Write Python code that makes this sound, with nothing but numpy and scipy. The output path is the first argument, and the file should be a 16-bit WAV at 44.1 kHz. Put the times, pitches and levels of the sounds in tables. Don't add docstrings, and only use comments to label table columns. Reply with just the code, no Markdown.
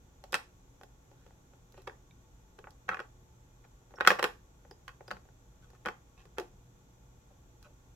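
import sys
import numpy as np
from scipy import signal
from scipy.fft import rfft, irfft, next_fast_len
from scipy.io import wavfile

SR = 44100
rng = np.random.default_rng(int(sys.argv[2]) if len(sys.argv) > 2 else 0)


def master_out(mix):
    frames = np.transpose(np.atleast_2d(mix))
    ceiling = np.clip(frames, -1, 1)
    pcm = np.round(ceiling * 32767).astype(np.int16)
    wavfile.write(sys.argv[1], SR, pcm)


N = 350595
RING = 13230
t = np.arange(RING) / SR


def undb(db):
    return 10 ** (np.asarray(db) / 20)


def unit(x):
    return x / np.sqrt(np.mean(x ** 2))


def fade(t60):
    return np.exp(-np.log(1000) * t / t60)


def add(out, start_s, x):
    i = int(start_s * SR)
    out[:, i:i + x.shape[-1]] += x[..., :N - i]


def colour(x, points):
    n = 2 * next_fast_len(x.shape[-1] // 2 + RING // 8)
    point_hz, point_db = np.transpose(points)
    bin_hz = np.maximum(np.arange(n // 2 + 1) * SR / n, 1)
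    gain = undb(np.interp(np.log(bin_hz), np.log(point_hz), point_db))
    cepstrum = irfft(np.log(gain))
    cepstrum[1:n // 2] *= 2
    cepstrum[n // 2 + 1:] = 0
    response = np.exp(rfft(cepstrum))
    return irfft(rfft(x, n) * response)[..., :x.shape[-1]]


def pair(n, side):
    mid, diff = rng.standard_normal((2, n))
    signs = np.array([[1], [-1]])
    return unit(mid + signs * colour(diff, side))


def hum(waver=0.22):
    # frequency in Hz, rms level in dB before the waver.
    hum_tones = [(119.8, -67.5), (180, -80), (274.5, -79), (360, -79.5), (479.5, -80.5)]
    time = np.arange(N) / SR
    knots = np.linspace(0, N / SR, 24)
    out = np.zeros((2, N))
    for hz, db in hum_tones:
        size = np.interp(time, knots, rng.standard_normal(len(knots)))
        drift = np.interp(time, knots, rng.standard_normal(len(knots)))
        lag = np.array([[0], [hz / 600]])
        wave = np.sin(2 * np.pi * hz * time + drift * hz / 300 + lag)
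        out += np.sqrt(2) * undb(db) * (1 + waver * size) * wave
    return out


def whines():
    # frequency in Hz, width in Hz, rms level in dB.
    bands = [(860, 49, -76.5), (1114, 25, -82), (1416, 70, -82.5), (2460, 27, -90), (3470, 90, -89),
             (5930, 120, -84), (6830, 48, -84), (7600, 77, -91)]
    out = np.zeros((2, N))
    for hz, width_hz, db in bands:
        b, a = signal.iirpeak(hz, hz / width_hz, fs=SR)
        out += undb(db) * unit(signal.lfilter(b, a, rng.standard_normal((2, N))))
    return out


def background(air_db=-60.0, hiss_db=-75.0):
    # frequency in Hz, relative level in dB per Hz.
    air_colour = [(20, -10), (50, 6), (90, -4), (135, -4.5), (230, -12.5), (350, -15), (650, -21),
                  (850, -23), (1300, -29.5), (2200, -34), (5000, -40.5), (15000, -53)]
    # frequency in Hz, relative level in dB per Hz.
    hiss_colour = [(2000, -17.5), (3400, -3.5), (4800, -12.5), (6000, 1), (7600, -0.5), (9000, -17),
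                   (10500, -12.5), (12200, -5), (14500, -14.5), (16000, -19.5)]
    air = unit(colour(pair(N, [(60, -19), (200, -13), (600, -2.5), (1500, 1.5)]), air_colour))
    hiss = unit(colour(rng.standard_normal((2, N)), hiss_colour))
    return undb(air_db) * air + undb(hiss_db) * hiss + hum() + whines()


def room(x, echo_db=-7.5, t60_low=0.23, t60_high=.24, build_s=0.0059, early_db=-7.5, early_t60=0.051):
    # frequency in Hz, gain in dB.
    walls = [(100, -11), (200, 9), (450, 3.5), (800, 4.5), (1400, -7), (2500, -6.5), (5000, -3),
             (9000, -2.5), (15000, -2)]
    noise = pair(RING, [(150, -17.5), (500, -6), (1200, 3), (3000, 4.0)])
    low = signal.sosfilt(signal.butter(2, 1800, fs=SR, output="sos"), noise)
    high = signal.sosfilt(signal.butter(2, 1800, "high", fs=SR, output="sos"), noise)
    build = 1 - np.exp(-(t / build_s) ** 2)
    late = (low * fade(t60_low) - high * fade(t60_high)) * build
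    sparse = (rng.random(RING) < .04) * (t > .002)
    near = pair(RING, [(300, -3.5), (2000, -7.5)]) * sparse * fade(early_t60)
    echo = (undb(echo_db) * unit(late) + undb(early_db) * unit(near)) / np.sqrt(RING)
    return x + signal.fftconvolve(x, colour(echo, walls), axes=1)[:, :N]


def upper_modes(t60, count=70):
    place, size, phase, side = rng.random((4, count, 1))
    hz = 1000 + 14000 * (np.arange(count)[:, None] + place) / count
    u = t[:RING // 4]
    rings = size * np.exp(-np.log(1000) * u / t60 * (hz / 3000) ** .3)
    lag = (side - .5) * np.minimum(hz / 1200, np.pi)
    ports = [(rings * np.sin(2 * np.pi * (hz * u + phase) + e * lag)).sum(0) for e in (1, -1)]
    return np.pad(np.array(ports), [(0, 0), (0, RING - len(u))])


def shell(spot_hz=1450, over_hz=2500, spot_db=1.0, over_db=-9.5, spot_t60=.018, over_t60=0.029,
          vary_db=1.14, detune=.012, ear_db=1.02, crack_db=-5.5, crack_t60=0.0095,
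          upper_db=-7.5, upper_t60=0.031, contact_s=0.00052):
    # frequency in Hz, level in dB, t60 in seconds.
    modes = [(367, -22, 0.019), (446.2, -21.5, .13), (498, -10, 0.041), (502.7, -23.5, .15),
             (745, -15.5, 0.046), (845, -6, 0.027), (1060, -17.5, 0.11), (1143, -15, 0.12),
             (1165, -5.5, 0.017), (1405, -22.5, .16), (1451, 0.5, 0.02), (1550, -22, 0.12),
             (1610, -21.5, .15), (1770, -2.5, .02), (1894, -13, 0.046), (2080, -10, 0.011),
             (2510, -8, 0.018), (2608, -22, 0.1), (3240, -15.5, 0.039), (3930, -17.5, .02),
             (4843, -23, 0.014), (5590, -21, 0.016), (7300, -28.5, .025), (8457, -33, 0.021)]
    # frequency in Hz, gain in dB.
    crack_colour = [(30, -56), (110, -25.5), (185, -9), (280, -16.5), (460, -4), (700, -4), (1500, 3.5),
                    (2100, -7.5), (3200, -8), (5000, -15.5), (8000, -23.5), (10000, -29.5), (13500, -31),
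                    (16000, -39)]
    over_level_db = over_db - 20 * np.log10(over_hz / 2000)
    spot = [(spot_hz, spot_db, spot_t60), (over_hz, over_level_db, over_t60)]
    hz, db, t60 = np.transpose(list(modes) + spot)[:, :, None]
    share, bend, side, phase = rng.standard_normal((4, len(hz), 1))
    swing = 2 * np.pi * hz * (1 + detune * bend * t60.min() / t60) * t
    rings = undb(db + vary_db * share) * fade(t60)
    side = side * np.minimum(hz / 1500, 2)
    ports = []
    for e in (1, -1):
        wave = np.sin(swing + phase + e * 0.45 * side)
        ports.append((rings * undb(e * ear_db * side) * wave).sum(0))
    body = np.array(ports)
    burst = pair(RING, [(300, -11.5), (1500, -0.5), (4000, 0.5)]) * fade(crack_t60)
    crack = colour(burst, crack_colour)
    upper = colour(upper_modes(upper_t60), crack_colour)
    onset = 1 - np.exp(-t / contact_s)
    return (unit(body) + undb(crack_db) * unit(crack) + undb(upper_db) * unit(upper)) * onset


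def contact(spot_hz, weight_db, edge_db, attack_s=.007, free_t60=1.0):
    snap_db = 5 + 1.2 * edge_db
    tone = [(40, -18.5), (150, .3 * weight_db), (280, 0.59 * weight_db - 3), (420, 0.91 * weight_db + 1.0),
            (700, 0.5 * weight_db), (1300, 0), (2300, -0.04),
            (4200, edge_db - 1.5), (5500, edge_db + 1.5), (7500, edge_db), (11000, snap_db)]
    over_hz = 2388 * 2 ** (.14 * rng.standard_normal())
    hit = shell(spot_hz, over_hz) * fade(free_t60 * undb(-weight_db))
    attack_rms = np.sqrt(np.mean(hit[:, :int(attack_s * SR)] ** 2))
    return colour(hit / attack_rms, tone)


def scuffs(slips_per_s=900, scatter_db=5.0):
    # start in seconds, length in seconds, level in dB before brightening, brightness in dB.
    drags = [(1.049, 0.343, -82.5, 13), (1.738, 0.083, -70.5, 8.5), (1.869, 0.0052, -41.5, -2),
             (2.582, 0.0085, -53.5, -32), (2.88, 0.0081, -42.5, -12), (2.901, 0.042, -37.5, -13.5),
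             (3.633, 0.025, -63, -4), (3.963, 0.034, -55, -22.5), (5.614, 0.046, -69, 11.5),
             (5.715, 0.06, -70, 5.5), (6.162, 0.0719, -68, 9.5), (6.369, 0.0107, -54, -5),
             (6.401, 0.022, -57, 1), (7.629, 0.048, -65, 8)]
    out = np.zeros((2, N))
    for start_s, length_s, db, bright_db in drags:
        n = int(length_s * SR)
        count = int(length_s * slips_per_s) + 2
        slips = np.zeros(n)
        sizes = undb(scatter_db * rng.standard_normal(count))
        slips[rng.integers(1, n - 1, count)] = sizes * rng.choice([-1, 1], count)
        swell = np.hanning(n) ** .5
        rub = signal.fftconvolve(shell(), (slips * swell)[None], axes=1)
        rub = rub / np.sqrt(np.sum(rub ** 2) / (2 * n))
        add(out, start_s, undb(db) * colour(rub, [(1500, 0.00048), (5000, bright_db)]))
    return out


def steps(t60=0.13, press_s=0.0017):
    # start in seconds, level in dB before the envelope, pitch in Hz.
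    paws = [(1.772, -55.5, 377), (1.875, -50, 420), (2.891, -49, 187.3), (5.11, -47, 183.3),
            (5.86, -43.5, 193.6), (6.387, -39, 397), (7.303, -63.5, 550), (7.655, -57, 618)]
    out = np.zeros((2, N))
    envelope = fade(t60) * (1 - np.exp(-t / press_s))
    for start_s, db, hz in paws:
        shape = [(hz / 3, -30), (hz * .8, -5), (hz, 0), (hz * 1.25, -8), (hz * 2.5, -18), (hz * 8, -50)]
        thud = unit(colour(rng.standard_normal(RING), shape))
        add(out, start_s, undb(db) * thud * envelope)
    return out


def ticks():
    # start in seconds, frequency in Hz, level in dB, t60 in seconds.
    pieces = [(0.3427, 8160, -36, 0.037), (1.875, 3830, -46, 0.016), (2.109, 3640, -60.5, .03),
              (2.111, 2300, -58.5, .025), (2.706, 5300, -65, .025), (2.889, 5960, -50.5, .05),
              (2.992, 10350, -69.5, 0.023), (3.958, 5520, -54, .06), (4.008, 3710, -33.5, 0.018),
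              (4.074, 5494, -24.5, .04), (4.711, 4950, -48, 0.021), (5.079, 4950, -46.5, .022),
              (5.112, 4700, -45, 0.03), (5.859, 3112, -44, 0.064)]
    out = np.zeros((2, N))
    for start_s, hz, db, t60 in pieces:
        phase = rng.uniform(0, 2 * np.pi, (2, 1))
        first = np.sin(2 * np.pi * hz * t) * fade(t60)
        second = 0.54 * np.sin(2 * np.pi * hz * 1.04 * t + phase) * fade(t60 / 2)
        add(out, start_s, undb(db) * (first + second))
    return out


def claws():
    # start in seconds, level in dB before the contact's tone.
    catches = [(0.323, -54.5), (1.722, -75.5), (1.819, -74.5), (2.706, -73), (5.703, -75), (7.627, -65.5)]
    out = np.zeros((2, N))
    for start_s, db in catches:
        add(out, start_s, undb(db) * contact(spot_hz=1190, weight_db=-1, edge_db=22.5))
    return out


def nudges(count=3, spot_hz=850, weight_db=17.5):
    # start in seconds, level in dB before the contact's tone, edge hardness in dB.
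    pushes = [(0.239, -54, 8.5), (0.812, -56.5, 6), (0.8337, -55, 7.5), (1.264, -62.5, 4),
              (1.535, -66.5, 2), (1.778, -59, 7.5), (2.589, -54.5, 1.5), (3.939, -56.5, -10.5),
              (4.65, -62, -7), (4.711, -55.5, 7), (5.007, -54.5, -19), (5.288, -65, -2.5),
              (6.254, -62, 8.5)]
    stretches = [(1.0, 1.85), (3.6, 3.95), (5.2, 5.8)]
    out = np.zeros((2, N))
    for start_s, db, edge_db in pushes:
        add(out, start_s, undb(db) * contact(spot_hz, weight_db, edge_db))
    for begin_s, end_s in stretches:
        for start_s in rng.uniform(begin_s, end_s, count):
            stir_db = -67.5 + 2.5 * rng.standard_normal()
            add(out, start_s, undb(stir_db) * contact(spot_hz, weight_db, edge_db=1.5))
    return out


def knocks():
    # start in seconds, level in dB before the contact's tone, pitch of the struck spot in Hz,
    # weight behind it in dB, edge hardness in dB.
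    blows = [(0.329, -34, 1170, 2.5, 2.5), (0.342, -23, 1448, -9.5, 3.5), (0.3521, -32.5, 1370, 0, 8.5),
             (1.8748, -40.5, 950, 12.5, -2), (1.896, -48, 1850, -3, -22), (2.641, -50, 1130, 4, -17),
             (2.671, -47, 860, 3, -25), (2.89, -25, 1530, -6, -8.5), (2.9437, -34, 1455, -10, -12),
             (2.97, -41.5, 1160, 1, -10), (2.9923, -36.5, 1420, -2.5, -11.5), (3.001, -37.5, 1560, 5, -5.5),
             (3.985, -47.5, 1120, 14, -12), (4.0025, -40.5, 1580, 9, -5), (4.008, -23, 1490, -3, -8),
             (4.0495, -29.5, 1510, -1, -10.5), (4.065, -31.5, 1480, 3.5, 0), (4.074, -10, 1520, -6.5, 3),
             (4.1035, -17, 1430, -7, -9), (4.115, -27.5, 1160, 8, -3), (4.188, -37, 1070, 6.5, -6),
             (4.193, -28.5, 930, 1.5, -3.5), (4.227, -26, 1480, 4.5, 4), (4.2411, -22.5, 1182, 1.5, 0.5),
             (4.8796, -42, 1120, -12, 1.5), (4.891, -48.5, 1830, -9.5, -4), (5.081, -51.5, 930, 12, 7),
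             (5.1063, -42.5, 1750, 10.5, 0), (5.112, -34, 1450, 5, -2), (5.168, -53, 1447, 4.5, -5),
             (5.852, -45, 1490, 9, -6), (5.8586, -34, 1625, 9, -1), (5.864, -35, 1130, 12.5, -6.5),
             (5.871, -34.5, 1140, -7.5, -5), (5.8852, -33, 1190, 2.5, -4), (6.383, -34.5, 1282, 11, 3.5),
             (6.398, -44, 1233, 7.5, 11)]
    out = np.zeros((2, N))
    for start_s, db, spot_hz, weight_db, edge_db in blows:
        add(out, start_s, undb(db) * contact(spot_hz, weight_db, edge_db))
    return out


def scene():
    # frequency in Hz, left minus right in dB.
    ports = [(120, -2), (350, 0), (700, 1.5), (1400, -0.5), (2800, -2), (5600, -3.5), (10000, -1),
             (14000, -3)]
    toy = room(scuffs() + steps() + ticks() + claws() + nudges() + knocks())
    heard = []
    for x, e in zip(toy, (1, -1)):
        heard.append(colour(x, [(hz, e * db / 2) for hz, db in ports]))
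    return background() + np.array(heard)


def record(dry, top_hz=16000):
    low_pass = signal.ellip(8, .2, 70, top_hz, fs=SR, output="sos")
    return signal.sosfilt(low_pass, np.clip(dry, -1, 1))


dry = scene()
out = record(dry)
master_out(out)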